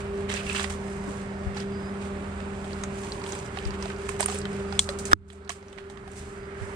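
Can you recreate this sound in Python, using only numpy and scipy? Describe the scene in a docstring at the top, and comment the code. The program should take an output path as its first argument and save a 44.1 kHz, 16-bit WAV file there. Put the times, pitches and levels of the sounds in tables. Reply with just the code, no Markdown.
"""A far engine drones over an open-air wash, and close by a rope jerks at once: rustle of glove and rope.
Place: high in a tree, where a climber works the rope; microphone: a helmet camera with two ports.
The drone is a sum of shaft orders, wash and rustle are shaped noise, metal hardware clicks as decaying modes.
Rasps, wind thumps on the ports and thin far whistles join in. Late on, a hard knock on the housing overloads
the camera, whose gain control drops the whole scene and lets it creep back."""
import sys
import numpy as np
from scipy import signal
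from scipy.fft import rfft, irfft
from scipy.io import wavfile
from scipy.ndimage import uniform_filter1d

SR = 44100
rng = np.random.default_rng(int(sys.argv[2]) if len(sys.argv) > 2 else 0)


def to_wav(sig):
    """Store sig (one row per channel, or 1-D mono) as 16-bit WAV at the path in sys.argv[1].

    Samples outside -1..1 are clipped; the rate is SR.
    """
    pcm = np.clip(np.atleast_2d(sig), -1, 1) * 32767
    pcm = np.round(pcm).astype(np.int16)
    wavfile.write(sys.argv[1], SR, pcm.T)  # frames by channels


N = 298027  # samples


def undb(db):
    """Amplitude factor of a level in dB."""
    return 10 ** (np.asarray(db) / 20)


def curves(table):
    """Columns of a time table, one value per sample."""
    s, *columns = np.transpose(table)
    return [np.interp(np.arange(N) / SR, s, c) for c in columns]


def log_interp(hz, table, column):
    """Read a column of a frequency table, its points joined on a log axis."""
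    table = np.array(table)
    return np.interp(np.log(hz), np.log(table[:, 0]), table[:, column])


def colour(x, table, column=1):
    """Filter by (f/Hz, level/dB) points."""
    hz = np.arange(len(x) // 2 + 1) * SR / len(x) + 1  # 1 Hz up, to avoid log of zero
    return irfft(rfft(x) * undb(log_interp(hz, table, column)), len(x))


def band(x, hz, width_hz):
    """Steep band-pass around hz: one resonance applied twice."""
    b, a = signal.iirpeak(hz, hz / width_hz, SR)
    return signal.lfilter(b, a, signal.lfilter(b, a, x))


def unit(x):
    """Scale to an RMS of one."""
    return x / np.sqrt(np.mean(x ** 2))


def walk(rate):
    """Random levels held 1 / rate s and slewed twice; spread near 1."""
    hold = int(SR / rate)
    steps = np.repeat(rng.standard_normal(N // hold + 1), hold)
    return 1.606 * uniform_filter1d(uniform_filter1d(steps, hold), hold)[:N]


def ring(hz, t60, rise, phase=0):
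    """A quarter second of a struck mode: quick rise, exponential decay of a sine."""
    t = np.arange(SR // 4) / SR
    envelope = (1 - np.exp(-t / rise)) * np.exp(-np.log(1000) * t / t60)
    return envelope * np.sin(2 * np.pi * hz * t + phase)


def slips(rate, spread_db, decay_s, floor):
    """Sudden slips at random moments (rate per second), each dying away, over a steady rub."""
    kicks = (rng.random(N) < rate / SR) * undb(spread_db * rng.standard_normal(N))
    return floor + signal.lfilter([1], [1, -np.exp(-1 / (decay_s * SR))], kicks)


def add(track, s, sound):
    """Mix a sound in at time s."""
    i = int(s * SR)
    track[..., i:i + sound.shape[-1]] += sound[..., :N - i]


# left microphone port against right: f/Hz, level/dB, likeness/0-1
PORT_BALANCE = [(60, 0, 0.97), (201, -0.5, 1), (357, 1.5, 0.93), (594, -3.5, 0.69), (927, -8.5, 0.3),
                (1500, -10, 0.26), (3140, -5, 0), (4970, -1.5, 0.4), (8100, -4, 0), (15000, -2.5, 0)]
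LEFT_LAG_S = 0.00022


def ports(right, twin):
    """Left hears the right signal late and shaded, blended with a twin signal where likeness falls."""
    hz = np.arange(N // 2 + 1) * SR / N + 1
    alike = np.clip(log_interp(hz, PORT_BALANCE, 2), 0, 1)
    late = rfft(right) * np.exp(-2j * np.pi * hz * LEFT_LAG_S)
    left = alike * late + np.sqrt(1 - alike ** 2) * rfft(twin)
    return np.array([colour(irfft(left, N), PORT_BALANCE), right])


# far engine speed, sagging once under load: t/s, shaft rate f/Hz
SHAFT_RATE = [(0, 19.9), (0.3, 19.9), (0.5, 19.78), (2.3, 19.77), (3.0, 19.72), (3.5, 19.53), (3.75, 19.58),
              (4.25, 19.85), (4.75, 19.77), (5.9, 19.71), (6.76, 19.76)]
# strong orders fade in and out on the way: t/s, order 10 level/dB, order 20 level/dB, order 21 level/dB
STRONG_ORDERS = [(0, -42, -36.5, -54), (0.3, -36.5, -36, -47.5), (0.8, -37.5, -41.5, -54.5),
                 (1.6, -38.5, -40.5, -60), (2.1, -39, -36.5, -49.5), (2.5, -38, -43.5, -58),
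                 (2.95, -37.5, -41.5, -51), (3.45, -53.5, -43, -47.5), (3.75, -39, -41.5, -47.5),
                 (4.1, -47, -38, -45), (4.5, -36.5, -39, -44), (4.8, -40.5, -37, -53.5),
                 (5.4, -41.5, -36.5, -42.5), (5.9, -46, -39.5, -47), (6.76, -43, -36, -44.5)]
# faint orders without slow fades: multiple of shaft rate, level/dB
FAINT_ORDERS = [(8, -57), (11, -55), (12, -59), (19, -56), (30, -52), (31, -59), (40, -56.5)]
LOW_HUM_HZ, LOW_HUM_DB = 79.94, -44.5  # centres of a wandering pitch and level


def drone():
    """Far engine: shaft orders in step, each wavering a little on the way through the air, and a low hum."""
    shaft_hz, = curves(SHAFT_RATE)
    db10, db20, db21 = curves(STRONG_ORDERS)
    turn = 2 * np.pi * np.cumsum(shaft_hz) / SR
    hum_level = undb(LOW_HUM_DB + 2.24 * walk(9))
    hum_hz = LOW_HUM_HZ + 1.05 * walk(6)
    out = hum_level * np.sin(2 * np.pi * np.cumsum(hum_hz) / SR)
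    for order, db in [(10, db10), (20, db20), (21, db21)] + FAINT_ORDERS:
        # orders line up into one pressure pulse; higher ones waver more in level
        level = undb(db + (.8 + 0.03 * order) * walk(9))
        out += level * np.cos(round(order) * turn + .3 * walk(8))
    return ports(np.sqrt(2) * out, np.zeros(N))  # sqrt(2) makes the levels RMS


# open-air wash of engine, fields and leaves at the right port: f/Hz, level/dB per Hz
WASH_SPECTRUM = [(32, -66), (50, -61.5), (90, -63), (160, -65), (300, -72.5), (550, -72.5), (850, -71.5),
                 (1300, -72), (2200, -78), (3500, -92), (6000, -100), (8500, -94), (10500, -107.5),
                 (15000, -110)]
# slow drift of the wash, perhaps as the head turns: t/s, bass level/dB, middle level/dB
HEAD_DRIFT = [(0, 1.5, -0.5), (1.3, 0, 0.5), (2.3, -1, -1), (3.3, -1, 0), (4.6, -2, 1.5), (5.5, -2, 0),
              (6.2, 1.5, 0), (6.76, 0, 4)]


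def wash():
    """Half-octave bands of far noise that swell and flicker on their own."""
    pair = np.zeros((2, N))
    bass_db, middle_db = curves(HEAD_DRIFT)
    hz = np.arange(N // 2 + 1) * SR / N
    for lo in 25 * 2 ** np.arange(0, 10, .5):
        inside = (hz >= lo) & (hz < lo * np.sqrt(2))
        noise = irfft(rfft(rng.standard_normal((2, N))) * inside, N)
        # the middle drift is strongest at 1700 Hz
        drift_db = bass_db if lo < 150 else middle_db * np.exp(-np.log2(lo / 1700) ** 2)
        pair += noise * undb(drift_db + .9 * walk(1.6) + .9 * walk(12))
    # white noise scaled to unit power per Hz takes the spectrum
    return ports(*(colour(v * np.sqrt(SR / 2), WASH_SPECTRUM) for v in pair))


# strokes of glove or sleeve that swell and fade: start t/s, length t/s, hiss level/dB, scrape level/dB
GLOVE_STROKES = [(0.132, 0.15, -55, -49), (0.279, 0.18, -41, -33), (0.418, 0.22, -41, -38),
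                 (0.53, 0.16, -36.5, -31), (0.648, 0.15, -45.5, -56), (0.75, 0.34, -51.5, -65),
                 (1.012, 0.27, -50, -53), (1.539, 0.12, -48.5, -40.5), (1.993, .13, -52, -48),
                 (2.502, 0.6, -54, -54), (2.894, 0.4, -46.5, -49), (3.219, 0.25, -43, -43),
                 (3.435, 0.055, -47, -50), (3.662, 0.03, -48, -47), (3.729, 0.038, -51, -41),
                 (3.47, 0.35, -53.5, -47), (3.95, 0.3, -50.5, -47), (3.772, 0.2, -48.5, -42),
                 (4.188, 0.071, -30.5, -34), (4.231, 0.21, -37.5, -40.5), (4.457, 0.23, -52.5, -49),
                 (4.683, 0.16, -51.5, -47), (5.266, 0.14, -47, -51), (5.6, 0.24, -55, -51),
                 (6.043, 0.42, -46, -46.5), (6.151, 0.08, -38.5, -45), (6.532, 0.13, -70, -50),
                 (6.544, 0.27, -49, -65)]
STROKE_PEAK = 0.42  # share of the length at which a stroke is loudest
# jerks of the rope that start at once and die away: t/s, hiss level/dB, scrape level/dB
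ROPE_JERKS = [(0.001, -45.5, -44), (0.294, -39, -32), (0.547, -37, -32), (0.697, -37, -38.5),
              (4.086, -36, -47), (4.794, -21.5, -56), (4.89, -38, -57), (4.987, -33, -62),
              (5.053, -31, -55.5), (5.113, -34, -32.5), (5.28, -39, -51), (5.4925, -20, -26),
              (5.782, -47.5, -38), (5.898, -42, -47)]
# time for a jerk to fall by 60 dB: hiss t/s, scrape t/s
JERK_DECAY = [0.19, 0.23]
JERK_RISE_S = 0.00058
# the rope never lies quite still
IDLE_HISS_DB, IDLE_SCRAPE_DB = -61.5, -53


def handling():
    """Gains of hiss and scrape: a restless floor, swelling strokes and sudden jerks add as power."""
    power = undb([[IDLE_HISS_DB], [IDLE_SCRAPE_DB]] + 0.65 * walk(8.0)) ** 2
    bend = np.log(.5) / np.log(STROKE_PEAK)  # puts the sine's crest at the peak
    for start, length, *db in GLOVE_STROKES:
        part = np.linspace(0, 1, int(length * SR))
        swell = np.abs(np.sin(np.pi * part ** bend)) ** 1.18
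        add(power, start, np.outer(undb(db), swell) ** 2)
    t = np.arange(SR // 2) / SR
    for s, *db in ROPE_JERKS:
        decay = np.exp(-np.log(1000) * t / np.array(JERK_DECAY)[:, None])
        fade = (1 - np.exp(-t / JERK_RISE_S)) * decay
        add(power, s, (undb(db)[:, None] * fade) ** 2)
    return np.sqrt(power)


# bright close sounds through the microphone port cavity: f/Hz, relative level/dB
CAVITY_RESPONSE = [(1500, -13.5), (3000, -3), (5000, 1), (7000, 5.5), (8500, 7.5), (9800, 0), (11500, -6.5),
                   (15500, -4)]
# resonances of the scrape in the glove: f/Hz, width f/Hz, relative level/dB
SCRAPE_BANDS = [(2380, 2240, 8.5), (1670, 430, 9), (2620, 400, 2), (1277, 510, 7.5)]


def rustle():
    """Fibres slip in uneven grains: a close hiss through the port cavity and a coarser scrape in the glove."""
    hiss_gain, scrape_gain = handling()
    grains = slips(140, 3.5, .002, 1.6)
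    hiss = np.array([unit(colour(v * grains, CAVITY_RESPONSE)) for v in rng.standard_normal((2, N))])
    scrape = np.zeros((2, N))
    for hz, width_hz, db in SCRAPE_BANDS:
        coarse = grains + slips(70, 5.5, .004, .1)
        scrape += undb(db) * band(rng.standard_normal((2, N)) * coarse, hz, width_hz)
    return ports(*(hiss * hiss_gain + unit(scrape) * scrape_gain))


# hardware clicks: t/s, metal level/dB, metal f/Hz, body level/dB, body f/Hz, left minus right level/dB
HARDWARE_CLICKS = [(0.3, -32, 3000, -22, 1350, -24), (0.339, -22, 7100, -25, 567, -33),
                   (0.4673, -43, 2810, -29, 2780, -20), (0.499, -37, 2800, -23, 2660, -30),
                   (0.5295, -31, 8100, -42, 2600, -12), (0.5483, -33, 4730, -22, 1810, -25),
                   (0.578, -31, 8200, -40, 2600, -10), (0.596, -23, 3200, -20, 1410, -33),
                   (0.63, -25.5, 7300, -30, 2720, -17), (0.643, -33, 3350, -17, 1880, -23),
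                   (0.702, -36, 6400, -26, 1320, -12), (1.5673, -37.5, 5600, -31, 846, -5),
                   (1.572, -35, 4400, -45, 835, -12), (1.602, -33.5, 4700, -36, 515, -10),
                   (2.403, -54, 3040, -30, 1360, -22), (2.6433, -41.5, 3200, -34, 605, -0.5),
                   (2.72, -43, 2950, -34, 520, -11), (2.731, -36.5, 4700, -43, 895, -8),
                   (2.8364, -27.5, 6700, -24.5, 3780, -2), (3.036, -41, 6400, -48, 900, -1),
                   (3.12, -30, 4340, -36, 820, -4), (3.2166, -42, 4300, -28.5, 990, -8),
                   (3.239, -36, 4730, -30, 2400, -2.5), (3.2632, -34, 2980, -33, 950, -2.5),
                   (3.276, -37, 9700, -35, 965, -6), (3.322, -27.5, 6440, -33, 820, -9),
                   (3.331, -35, 3440, -36, 1510, -5), (3.351, -37, 8200, -30, 2500, -5.5),
                   (3.389, -36.5, 6620, -43, 534, 1), (3.46, -40, 5500, -38, 900, -8),
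                   (3.5719, -49, 3200, -21.5, 775, -7.5), (3.587, -29, 2850, -41, 2490, -5),
                   (3.6524, -33, 4730, -32, 1880, -12), (3.706, -34.5, 4730, -32, 925, -11),
                   (3.825, -28, 5100, -32, 990, -7), (3.8562, -64, 3140, -24.5, 670, -16),
                   (3.901, -50, 4000, -27.5, 1530, -4.5), (3.962, -42, 4700, -50, 900, -8),
                   (4.0905, -29.5, 8000, -19, 1070, -17), (4.197, -41, 2200, -21, 775, -20),
                   (4.2015, -43, 2970, -19, 800, -15), (4.2063, -16.5, 8900, -16, 624, -9.5),
                   (4.228, -22, 4670, -16.5, 980, -11), (4.2325, -28, 8700, -42, 990, -6),
                   (4.2598, -18, 9300, -22.5, 1260, -12), (4.2825, -40, 4020, -24, 1210, -13),
                   (4.2856, -33, 8440, -20.5, 744, -6.5), (4.299, -30, 7000, -24, 1220, -19),
                   (4.324, -42, 8200, -26.5, 790, -13), (4.345, -29, 8820, -28, 547, -22),
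                   (4.3865, -28, 8040, -42, 530, -14), (4.416, -35, 4750, -43, 1120, -10),
                   (4.4536, -31.5, 2970, -28.5, 1416, 0), (4.7249, -32, 4640, -23.5, 800, -27.5),
                   (4.7918, -11.5, 3420, -20.5, 2175, 2), (4.7926, -11.5, 7450, -22.5, 2170, 0.5),
                   (4.8898, -24, 3970, -22, 570, -1.5), (4.989, -41, 8100, -42, 630, -22),
                   (5.0538, -24.5, 7540, -32, 1570, -13), (5.1153, -28.5, 8050, -19.5, 784, -9),
                   (5.301, -19.5, 2950, -20, 1880, -9), (5.3303, -30, 7930, -26, 685, -18),
                   (5.448, -36.5, 4800, -42, 1402, -9), (5.476, -38, 3500, -27, 1420, -14),
                   (5.4935, -14, 5900, -10.5, 1690, -5), (5.496, -27, 3460, -13, 696, -8),
                   (5.503, -20.5, 2200, -8.5, 1110, -11), (5.627, -42, 5600, -34, 540, -4),
                   (5.683, -42, 5570, -40, 530, 3), (5.728, -30.5, 2870, -30.5, 553, -3),
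                   (5.777, -50, 3020, -25, 2040, -20), (5.784, -43, 3000, -18.5, 1860, -24),
                   (5.8995, -37, 3050, -27, 795, -11), (5.973, -52, 3200, -25, 1170, -29),
                   (6.077, -42, 9800, -26.5, 780, -4), (6.116, -34, 8150, -45, 520, -16)]
# carabiner modes: f/Hz, relative level/dB, time to fall by 60 dB t/s
CARABINER_MODES = [(2180, -6, .02), (3120, -4, .025), (3400, -1, .028), (4050, 0, .029), (4700, -2, .018),
                   (5750, -4, .02), (6400, -3, .015), (7150, -3, .015), (8180, -5, .025), (8950, -2, .02),
                   (9750, -5, .015), (12200, 1, .01)]
NEAR_DB_PER_OCTAVE = 28  # how fast modes weaken away from the click's pitch
LEFT_TURN_RAD = 1.3  # phase lead or lag of each mode at the left port
BODY_CYCLES = 36  # cycles in which the dull body falls by 60 dB
METAL_SHADE_DB = -18.5  # deepest shading of the metal at the left port


def carabiner(metal_hz, mix_db, left_turns):
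    """Metal modes of one click: the place of the blow favours modes close to its pitch."""
    metal = 0
    for k, (hz, db, t60) in enumerate(CARABINER_MODES):
        mode_db = db + 1.5 * mix_db[k] - NEAR_DB_PER_OCTAVE * abs(np.log2(hz / metal_hz))
        # neighbouring modes start in opposite sense
        metal = metal + undb(mode_db) * ring(hz, t60, .0004, np.pi * k + left_turns[k])
    return metal


def clicks():
    """Each click: a crack with a short noisy tail, the metal modes near its pitch, a dull body ring."""
    out, t = np.zeros((2, N)), np.arange(SR // 4) / SR
    shape = (1 - np.exp(-t / .0004)) * (np.exp(-t / 0.0016) + undb(-16) * np.exp(-t / .014))
    for s, metal_db, metal_hz, body_db, body_hz, pan_db in HARDWARE_CLICKS:
        mix_db, side = rng.standard_normal((2, len(CARABINER_MODES)))
        shared = rng.standard_normal(len(t))
        for ch, shade_db in enumerate([pan_db, 0]):  # left, right
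            # each mode reaches the left port early or late in phase
            metal = carabiner(metal_hz, mix_db, (1 - ch) * LEFT_TURN_RAD * np.sign(side))
            noise = shared + 1.5 * rng.standard_normal(len(t))
            pitched = unit(band(noise, metal_hz, .45 * metal_hz))
            crack = (.65 * unit(colour(noise, CAVITY_RESPONSE)) + pitched) * shape
            thud = unit(band(noise, 1400, 2440)) * shape
            body = 0.81 * ring(body_hz, BODY_CYCLES / body_hz, 0.00029) + 0.97 * thud
            metal_gain = undb(metal_db + max(shade_db, METAL_SHADE_DB))
            add(out[ch], s, metal_gain * (1.19 * metal + 0.94 * crack))
            # the shaded port hears the body later
            body_lag_s = LEFT_LAG_S * np.clip(-shade_db / 7, 0, 1)
            add(out[ch], s + body_lag_s, undb(body_db + shade_db) * body)
    return out


# the close glove rasps on the weave of the rope: start t/s, length t/s, f/Hz, level/dB before its envelope
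WEAVE_RASPS = [(0.36, 0.087, 2600, -39), (0.467, 0.033, 2650, -34.5), (0.492, 0.059, 2650, -32.5),
               (0.552, 0.028, 2920, -33.5), (4.214, 0.014, 8200, -26), (4.229, 0.012, 8500, -28),
               (4.2575, 0.0078, 8870, -22), (4.306, 0.023, 8000, -36.5)]
RASP_WIDTH_HZ = 420


def rasps():
    """Quick stick-slip kicks ring one narrow resonance; sudden start, fading end."""
    out = np.zeros((2, N))
    kicks = rng.standard_normal((2, N)) * slips(300, 4, .001, .1)
    for start, length, hz, db in WEAVE_RASPS:
        part = np.linspace(0, 1, int(length * SR))
        i = int(start * SR)
        rasp = unit(band(kicks[:, i:i + len(part)], hz, RASP_WIDTH_HZ))
        add(out, start, undb(db) * rasp * np.sin(np.pi * np.sqrt(part)))
    return ports(*out)


# wind thumps at the microphone ports: t/s, left level/dB, right level/dB, f/Hz
WIND_THUMPS = [(1.075, -26, -55, 288), (1.466, -16.5, -49, 78.5), (3.66, -15.5, -23, 51.3),
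               (6.615, -50, -16, 100)]


def wind():
    """Single gusts thump mainly on one port, a low decaying ring of opposite sign at the other."""
    out = np.zeros((2, N))
    for s, left_db, right_db, hz in WIND_THUMPS:
        add(out, s, np.outer([undb(left_db), -undb(right_db)], ring(hz, 0.14, 0.0025)))
    return out


# thin whistles, likely a far bird: start t/s, end t/s, from f/Hz, to f/Hz, level/dB
FAR_WHISTLES = [(1.538, 1.566, 5250, 5200, -58.5), (1.655, 1.825, 4660, 4990, -61),
                (1.77, 1.918, 4800, 5040, -58.5), (4.66, 4.717, 4730, 4900, -59),
                (4.735, 4.78, 4950, 5080, -59), (6.33, 6.48, 4800, 4950, -66)]


def whistles():
    """Near-sine glides, mostly rising, that swell in and stop quickly, alike at both ports."""
    out = np.zeros(N)
    for start, end, from_hz, to_hz, db in FAR_WHISTLES:
        part = np.arange(int((end - start) * SR)) / ((end - start) * SR)
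        flutter_hz = 18 * walk(120)[:len(part)]
        glide_hz = from_hz + (to_hz - from_hz) * part ** .8
        phase = 2 * np.pi * np.cumsum(flutter_hz + glide_hz) / SR
        swell = np.sin(np.pi * part ** 2) ** .7
        add(out, start, undb(db) * np.sqrt(2) * swell * np.sin(phase))
    return np.outer([1, 1], out * undb(1.5 * walk(35)))


# knocks on the microphone housing: t/s, level/dB
HOUSING_KNOCKS = [(5.1096, -33.5), (5.12, -14), (5.1313, 8)]
# housing modes: f/Hz, left relative level/dB, right relative level/dB, time to fall by 60 dB t/s
HOUSING_MODES = [(1320, 5.5, 5, 0.015), (1674, -11, -4, 0.017), (315, -17, -28, 0.071),
                 (92.5, -45.5, -27, 0.31), (3630, -38, 0.5, 0.0053), (5280, -38.5, -7, 0.0069)]
KNOCK_LAG_S = 0.00038


def knocks():
    """The blow reaches the left port about half a main-mode cycle later, so the channels nearly oppose."""
    out = np.zeros((2, N))
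    for s, db in HOUSING_KNOCKS:
        for hz, left_db, right_db, t60 in HOUSING_MODES:
            add(out[0], s + KNOCK_LAG_S, undb(db + left_db) * ring(hz, t60, 0.0012))
            add(out[1], s, undb(db + right_db) * ring(hz, t60, 0.0009))
    return out


def scene():
    """Far engine and wash, close rope work, wind, far whistles and the knock, summed at the two ports."""
    return drone() + wash() + rustle() + clicks() + rasps() + wind() + whistles() + knocks()


def duck(peak_db, top_db, depth, db_per_s, attack_s):
    """Gain that drops with peaks over top_db and climbs back at a steady rate."""
    climb = db_per_s * np.arange(N) / SR
    cut = np.maximum.accumulate(depth * np.maximum(peak_db - top_db, 0) + climb) - climb
    size = int(attack_s * SR)
    return undb(-uniform_filter1d(cut, size, origin=(size - 1) // 2))


# microphone roll-off behind the housing: f/Hz, level/dB
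MICROPHONE_RESPONSE = [(28, -6), (42, 0.5), (9600, 0.5), (10600, -7), (13000, -10.5), (15500, -20)]
TOP_HZ = 16200


def record(dry):
    """Microphone colour, slow gain control on all, a quicker limiter above the bass, overload, top cut."""
    dry = np.array([colour(v, MICROPHONE_RESPONSE) for v in dry])
    peak_db = 20 * np.log10(np.abs(dry).max(axis=0) + 1e-9)
    bass = signal.sosfiltfilt(signal.butter(3, 290, fs=SR, output="sos"), dry)
    upper = (dry - bass) * duck(peak_db, -7.5, 1.31, 87.5, 0.012)
    level = (bass + upper) * duck(peak_db, -0.4, 1.553, 6.33, 0.015)
    overloaded = np.clip(level, -.96, .96)
    return signal.sosfilt(signal.ellip(8, .2, 80, TOP_HZ, fs=SR, output="sos"), overloaded)


dry = scene()
out = record(dry)
to_wav(out)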